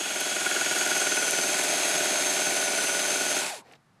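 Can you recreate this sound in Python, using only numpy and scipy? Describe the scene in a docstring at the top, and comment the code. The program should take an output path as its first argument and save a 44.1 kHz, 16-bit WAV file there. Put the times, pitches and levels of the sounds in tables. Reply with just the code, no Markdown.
"""A cordless drill spins a line spool on a metal stand, out in an open field.
The microphone turns to the drive in the first second: its gears hiss and whine, and the spool
knocks round every turn, later chattering in its bearing. The line ticks while the spool runs.
The trigger is let go, the drive runs down, and the spool settles with a scrape and faint clicks."""
import sys
import numpy as np
from scipy import signal
from scipy.fft import rfft, irfft
from scipy.io import wavfile

SR = 44100
rng = np.random.default_rng(int(sys.argv[2]) if len(sys.argv) > 2 else 0)


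def int16_out(signal):
    """Quantize to a 16-bit WAV file."""
    q = np.round(np.clip(np.atleast_2d(signal).T, -1, 1) * 32767)
    wavfile.write(sys.argv[1], SR, q.astype(np.int16))


N = 176400
FULL_TURNS_PER_S, RELEASE_S = 19.4, 3.41  # speed 1 of the spool; the trigger is let go
TONE_WAVER = .33

# loudness of the drive as the microphone turns to it: time_s, gain_db
MIC_AIM = [(0, -5), (.25, -2.5), (.45, -1.5), (.9, .5), (1.6, 1), (2.5, 0.5), (3.4, 0)]
# how loosely the spool runs: time_s, looseness (0-1)
LOOSENESS = [(0, 0), (1.15, 0), (1.7, 0.85), (2.3, 0.85), (2.75, 0.77), (3.4, 0.62)]


def gear_hiss(speed, turns):
    """Gritty hiss of teeth and brushes, throbbing with spool and motor and ringing the housing."""
    # spectrum of teeth and brushes: frequency_hz, relative_db
    spectrum = [(100, -20), (170, -5.5), (235, -6.5), (300, -4), (500, -1), (750, 3), (1100, -3.5),
                (1700, 1.5), (2300, 1.5), (3000, -1), (3800, -2), (4300, 1), (5500, -2), (7700, 0.5),
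                (8700, -1.5), (10100, -5), (11000, -6.5), (13000, -13.5), (14200, -22.5), (15500, -47)]
    # housing resonances: pitch_hz, width_hz, tight_spool_db, loose_spool_db
    housing = [(2550, 90, -45.5, -49), (2416, 690, -45.5, -38), (2920, 1000, -40.5, -49),
               (3345, 70, -44.5, -60), (3750, 740, -50.5, -41), (7520, 310, -47, -46),
               (10060, 270, -49, -43.5)]
    grains_per_s, grit_share, motor_ratio = 3500, .43, 11
    quiet_speed = .08  # below this the teeth roll silently
    grit = rng.standard_normal(N) * (rng.random(N) < grains_per_s * speed / SR)
    grit *= amp(1.15 * np.minimum(rng.exponential(1, N), 3))
    angle = 2 * np.pi * turns
    throb = 1 + .061 * np.cos(angle) + .073 * np.cos(4 * angle - .8) + .075 * np.cos(motor_ratio * angle)
    friction = np.sqrt(grit_share) * unit(grit) + np.sqrt(1 - grit_share) * rng.standard_normal(N)
    hiss = amp(-30 + curve(MIC_AIM)) * colour(throb * friction, spectrum)
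    loose = curve(LOOSENESS)
    for hz, width, tight_db, loose_db in housing:
        gain = amp(tight_db + (loose_db - tight_db) * loose)
        hiss += gain * resonate(throb * rng.standard_normal(N), hz, width)
    return hiss * np.maximum((speed - quiet_speed) / (1 - quiet_speed), 0) ** 1.13


def powered_whine(speed, turns):
    """Meshing teeth sing at multiples of the spool's rate; resonances squeal, two varying with load."""
    # gear tones: cycles_per_turn
    orders = [31, 169, 319, 330, 341]
    # strength of each gear tone: level_db
    levels = [-50, -48.5, -49.5, -37.3, -52]
    # resonances that sing under power: pitch_hz, width_hz, level_db, load_db (per turn/s lost)
    squeals = [(3310, 120, -49.5, -4.5), (6370, 680, -40.5, 0), (9350, 330, -44, 6.5)]
    main_order, rate = 330, FULL_TURNS_PER_S * speed
    tones = 0
    for order, db in zip(orders, levels):
        waver = 1 + TONE_WAVER * drift(45)
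        jitter = .35 * order / main_order * drift(25)
        tones += amp(db) * unit(waver * np.sin(2 * np.pi * order * turns + jitter))
    rough_edge = amp(-40) * noise_band(main_order * rate, width_hz=370)
    load = np.clip(FULL_TURNS_PER_S - rate, -.2, .6)
    squeal = sum(amp(db + load_db * load) * noise_band(hz, width) for hz, width, db, load_db in squeals)
    return tones + rough_edge + squeal


def coasting_whine(speed):
    """Two gear tones fall with the speed, the lower through the ring of the rattling stand."""
    rate = FULL_TURNS_PER_S * speed
    mesh_hz, buzz_hz = 75 * rate, 157 * rate
    stand_hz, half_width_hz = 720, 170
    stand_gain = 1 / np.hypot(1, (mesh_hz - stand_hz) / half_width_hz)
    mesh = amp(-39.5) * stand_gain * glide(mesh_hz, width_hz=75)
    buzz = amp(-39.5) * speed ** 2 * glide(buzz_hz, width_hz=110)
    rattle = amp(-44) * noise_band(890, width_hz=260)
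    return (mesh + buzz + rattle) * speed ** .5


def spool_knocks(speed, turns):
    """The spool hits its bearing at the same places in every turn, ringing stand, bearing and flange."""
    # contacts in each turn: place_turns, thud_db, clack_db, ring_db, chatter_db (added when loose)
    contacts = [(0, 4.9, .2, 0, -1.8), (.074, -10, -11.3, -10, 0), (.272, -10, -7.2, -11, 5.5),
                (.358, -7.3, -13.4, -10.5, 4.4), (.527, -15.4, -5, -19, 7.6), (.754, -18, -3.5, -19, 5),
                (.872, -2.5, -15.2, -14, 0), (.948, -16, -16, -8, -6.8)]
    # moments when the flange is struck harder or softer: time_s, gain_db
    accents = [(.318, -5), (1.55, 3), (2.163, 3), (2.317, -5), (2.421, 4), (2.473, 2), (2.526, -3),
               (2.79, 3), (2.845, -3), (2.898, 4.5), (3.265, -3), (3.422, 5)]
    # strength of the flange ring: time_s, gain_db
    ring_level = [(0, 1.5), (.375, 1.5), (.41, 5.5), (.7, 4.5), (1.3, 3.5), (1.42, 0), (1.75, -1.5),
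                  (2, -.5), (3.4, -.5)]
    # modes of the metal stand: pitch_hz, relative_db, t60_s
    stand = [(157.5, -12.5, 0.055), (194.5, -10, 0.15), (267.4, -3.5, 0.1), (369, 8.5, 0.082),
             (431, 0, .065)]
    # modes of the bearing: pitch_hz, relative_db, t60_s
    bearing = [(608.6, 0.5, 0.047), (693, 2, 0.028), (770, -1.5, 0.037), (818, -7, 0.044),
               (974, -13, 0.037)]
    # modes of the spool flange: pitch_hz, relative_db, t60_s
    flange = [(1448, 6.5, 0.045), (1502, 3.5, 0.029), (1648, -3.5, 0.047), (2230, 0, 0.023),
              (2700, 4.5, 0.0054)]
    scuff_s, jitter_s, accent_reach_s = .002, .00002, .012
    blows, loose, t = np.zeros((3, N)), curve(LOOSENESS), np.arange(600) / SR
    for place, thud_db, clack_db, ring_db, chatter_db in contacts:
        for i in np.flatnonzero(np.diff(np.floor(turns - place)) > 0):
            start_s = i / SR
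            spread_db, late, wobble_db = rng.standard_normal(size=3)
            blow = rng.standard_normal(len(t)) * np.exp(-t / scuff_s)
            blow *= .17 / np.linalg.norm(blow)
            blow[0] += 1  # a sharp hit leads the faint scuff
            accent_db = sum(db for s, db in accents if abs(s - start_s) < accent_reach_s)
            flange_db = ring_db + accent_db + wobble_db * loose[i]
            slack_db = -5 * (start_s > RELEASE_S)
            force_db = chatter_db * loose[i] + slack_db + spread_db
            gains = speed[i] ** 2 * amp(np.array([thud_db, clack_db, flange_db]) + force_db)
            add(blows, start_s + jitter_s * late, gains[:, None] * blow)
    thud = amp(-41) * ring(blows[0], stand)
    clack = amp(-38.5) * ring(blows[1], bearing)
    return thud + clack + amp(-38.5 + curve(ring_level)) * ring(blows[2], flange)


def flange_rub(speed):
    """The flange rubs lightly, less once the spool runs loose."""
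    return amp(-41 - 2.5 * curve(LOOSENESS)) * speed ** 2 * noise_band(1472, width_hz=85)


def settling_scrape():
    """The spool scrapes as it rocks back to rest."""
    # swell of the scrape: time_s, level_db
    swell = [(3.635, -64), (3.668, -55), (3.735, -56), (3.76, -58), (3.78, -78)]
    # spectrum of the scrape: frequency_hz, relative_db
    spectrum = [(59, -49.5), (100, -20), (452, -6.5), (824, -4.5), (1080, -17), (1810, -13.5), (3230, -24),
                (4400, -21.5), (14000, -42.5)]
    return amp(curve(swell)) * colour(rng.standard_normal(N), spectrum)


def ticks_and_clicks():
    """The line ticks while the spool runs; then the spool clicks faintly as it settles."""
    # line ticks and settling clicks: start_s, level_db, decay_s, centre_hz
    events = [(.205, -29, .006, 9000), (1.3088, -19, .002, 8000), (1.638, -24, .004, 7000),
              (2.872, -24, .003, 3000), (3.713, -51, .005, 2400), (3.723, -53, .004, 6000),
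              (3.735, -46.5, .004, 2400), (3.753, -54, .006, 3800)]
    ticks, t = np.zeros(N), np.arange(2000) / SR
    for start_s, db, decay_s, hz in events:
        add(ticks, start_s, amp(db) * np.exp(-t / decay_s) * noise_band(hz, .76 * hz)[-len(t):])
    return ticks


def field_air():
    """The faint, steady background of the open field."""
    # spectrum of the air: frequency_hz, relative_db
    spectrum = [(15, -57), (25, -11), (33, -28.5), (59, -20), (142, -3.5), (415, -19), (1240, -16),
                (2930, -27.5), (10600, -37), (13500, -48), (15000, -46)]
    return amp(-65) * colour(rng.standard_normal(N), spectrum)


def amp(db):
    """Decibels to gain."""
    return 10 ** (np.asarray(db) / 20)


def unit(x):
    """Scales to rms 1."""
    return x / np.sqrt(np.mean(x ** 2) + 1e-20)


def curve(points):
    """Joins (s, value) points, one value per sample."""
    return np.interp(np.arange(N) / SR, *np.transpose(points))


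def colour(x, points):
    """Filters x by a curve of (Hz, dB) points, at rms 1."""
    hz, db = np.transpose(points)
    gain = amp(np.interp(np.log(np.fft.rfftfreq(N, 1 / SR) + 1), np.log(hz), db))
    return unit(irfft(rfft(x) * gain, N))


def drift(hz):
    """Random wander, mostly slower than hz, at rms 1."""
    return unit(irfft(rfft(rng.standard_normal(N)) / (1 + (np.fft.rfftfreq(N, 1 / SR) / hz) ** 2), N))


def resonate(x, hz, width_hz):
    """Passes x through a steep resonance that follows hz, at rms 1."""
    carrier = np.exp(2j * np.pi * np.cumsum(hz * np.ones(N)) / SR)
    pole = np.exp(-np.pi * width_hz / SR)
    return unit((carrier * signal.lfilter([1], [1, -2 * pole, pole * pole], x / carrier)).real)


def noise_band(hz, width_hz):
    """Noise around hz, at rms 1."""
    return resonate(rng.standard_normal(N), hz, width_hz)


def glide(hz, width_hz):
    """A rough tone that follows hz, at rms 1."""
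    waver = 1 + TONE_WAVER * drift(60)
    return unit(waver * np.sin(2 * np.pi * np.cumsum(hz + width_hz / 2 * drift(208)) / SR))


def ring(blows, modes):
    """Blows excite decaying modes, at rms 1."""
    t = np.arange(SR // 8) / SR
    body = sum((-1) ** k * amp(db - 60 * t / t60) * np.sin(2 * np.pi * hz * t)
               for k, (hz, db, t60) in enumerate(modes))
    return unit(signal.oaconvolve(blows, body)[:N])


def add(mix, s, sound):
    """Mixes a sound in at time s."""
    part = mix[..., max(round(s * SR), 0):][..., :sound.shape[-1]]
    part += sound[..., :part.shape[-1]]


def scene():
    """One speed drives gears and spool, heard in mono over the quiet air of the field."""
    # spool speed under the changing pull of the line: time_s, turns_per_s
    spool_rate = [(0, 20.06), (.2, 19.36), (.35, 20), (.52, 20.21), (.75, 19.97), (1, 19.39), (1.18, 18.88),
                  (1.32, 18.64), (1.48, 19.3), (1.75, 19.48), (1.98, 19.62), (2.2, 19.38), (2.45, 19.24),
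                  (2.7, 18.77), (2.88, 18.56), (3.05, 19.06), (3.25, 19.15), (3.41, 19.39), (3.645, 0)]
    first_knock_s, lowest_radiated_hz = .008, 114
    rate = curve(spool_rate)
    speed = rate / FULL_TURNS_PER_S
    turns = np.cumsum(rate) / SR - first_knock_s * FULL_TURNS_PER_S
    powered = np.exp(-np.maximum(np.arange(N) / SR - RELEASE_S, 0) / .0035)
    hiss = gear_hiss(speed, turns)
    whine = powered * powered_whine(speed, turns) + (1 - powered) * coasting_whine(speed)
    spool = spool_knocks(speed, turns) + flange_rub(speed)
    machine = hiss + amp(curve(MIC_AIM)) * (whine + spool) + settling_scrape() + ticks_and_clicks()
    low_cut = signal.butter(6, lowest_radiated_hz, "high", fs=SR, output="sos")
    return (signal.sosfilt(low_cut, machine) + field_air())[None]


def record(dry):
    """The recorder cuts the treble above 15.3 kHz."""
    return signal.oaconvolve(dry, signal.firwin(511, 15300, window=("kaiser", 9), fs=SR)[None], "same")


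dry = scene()
out = record(dry)
int16_out(out)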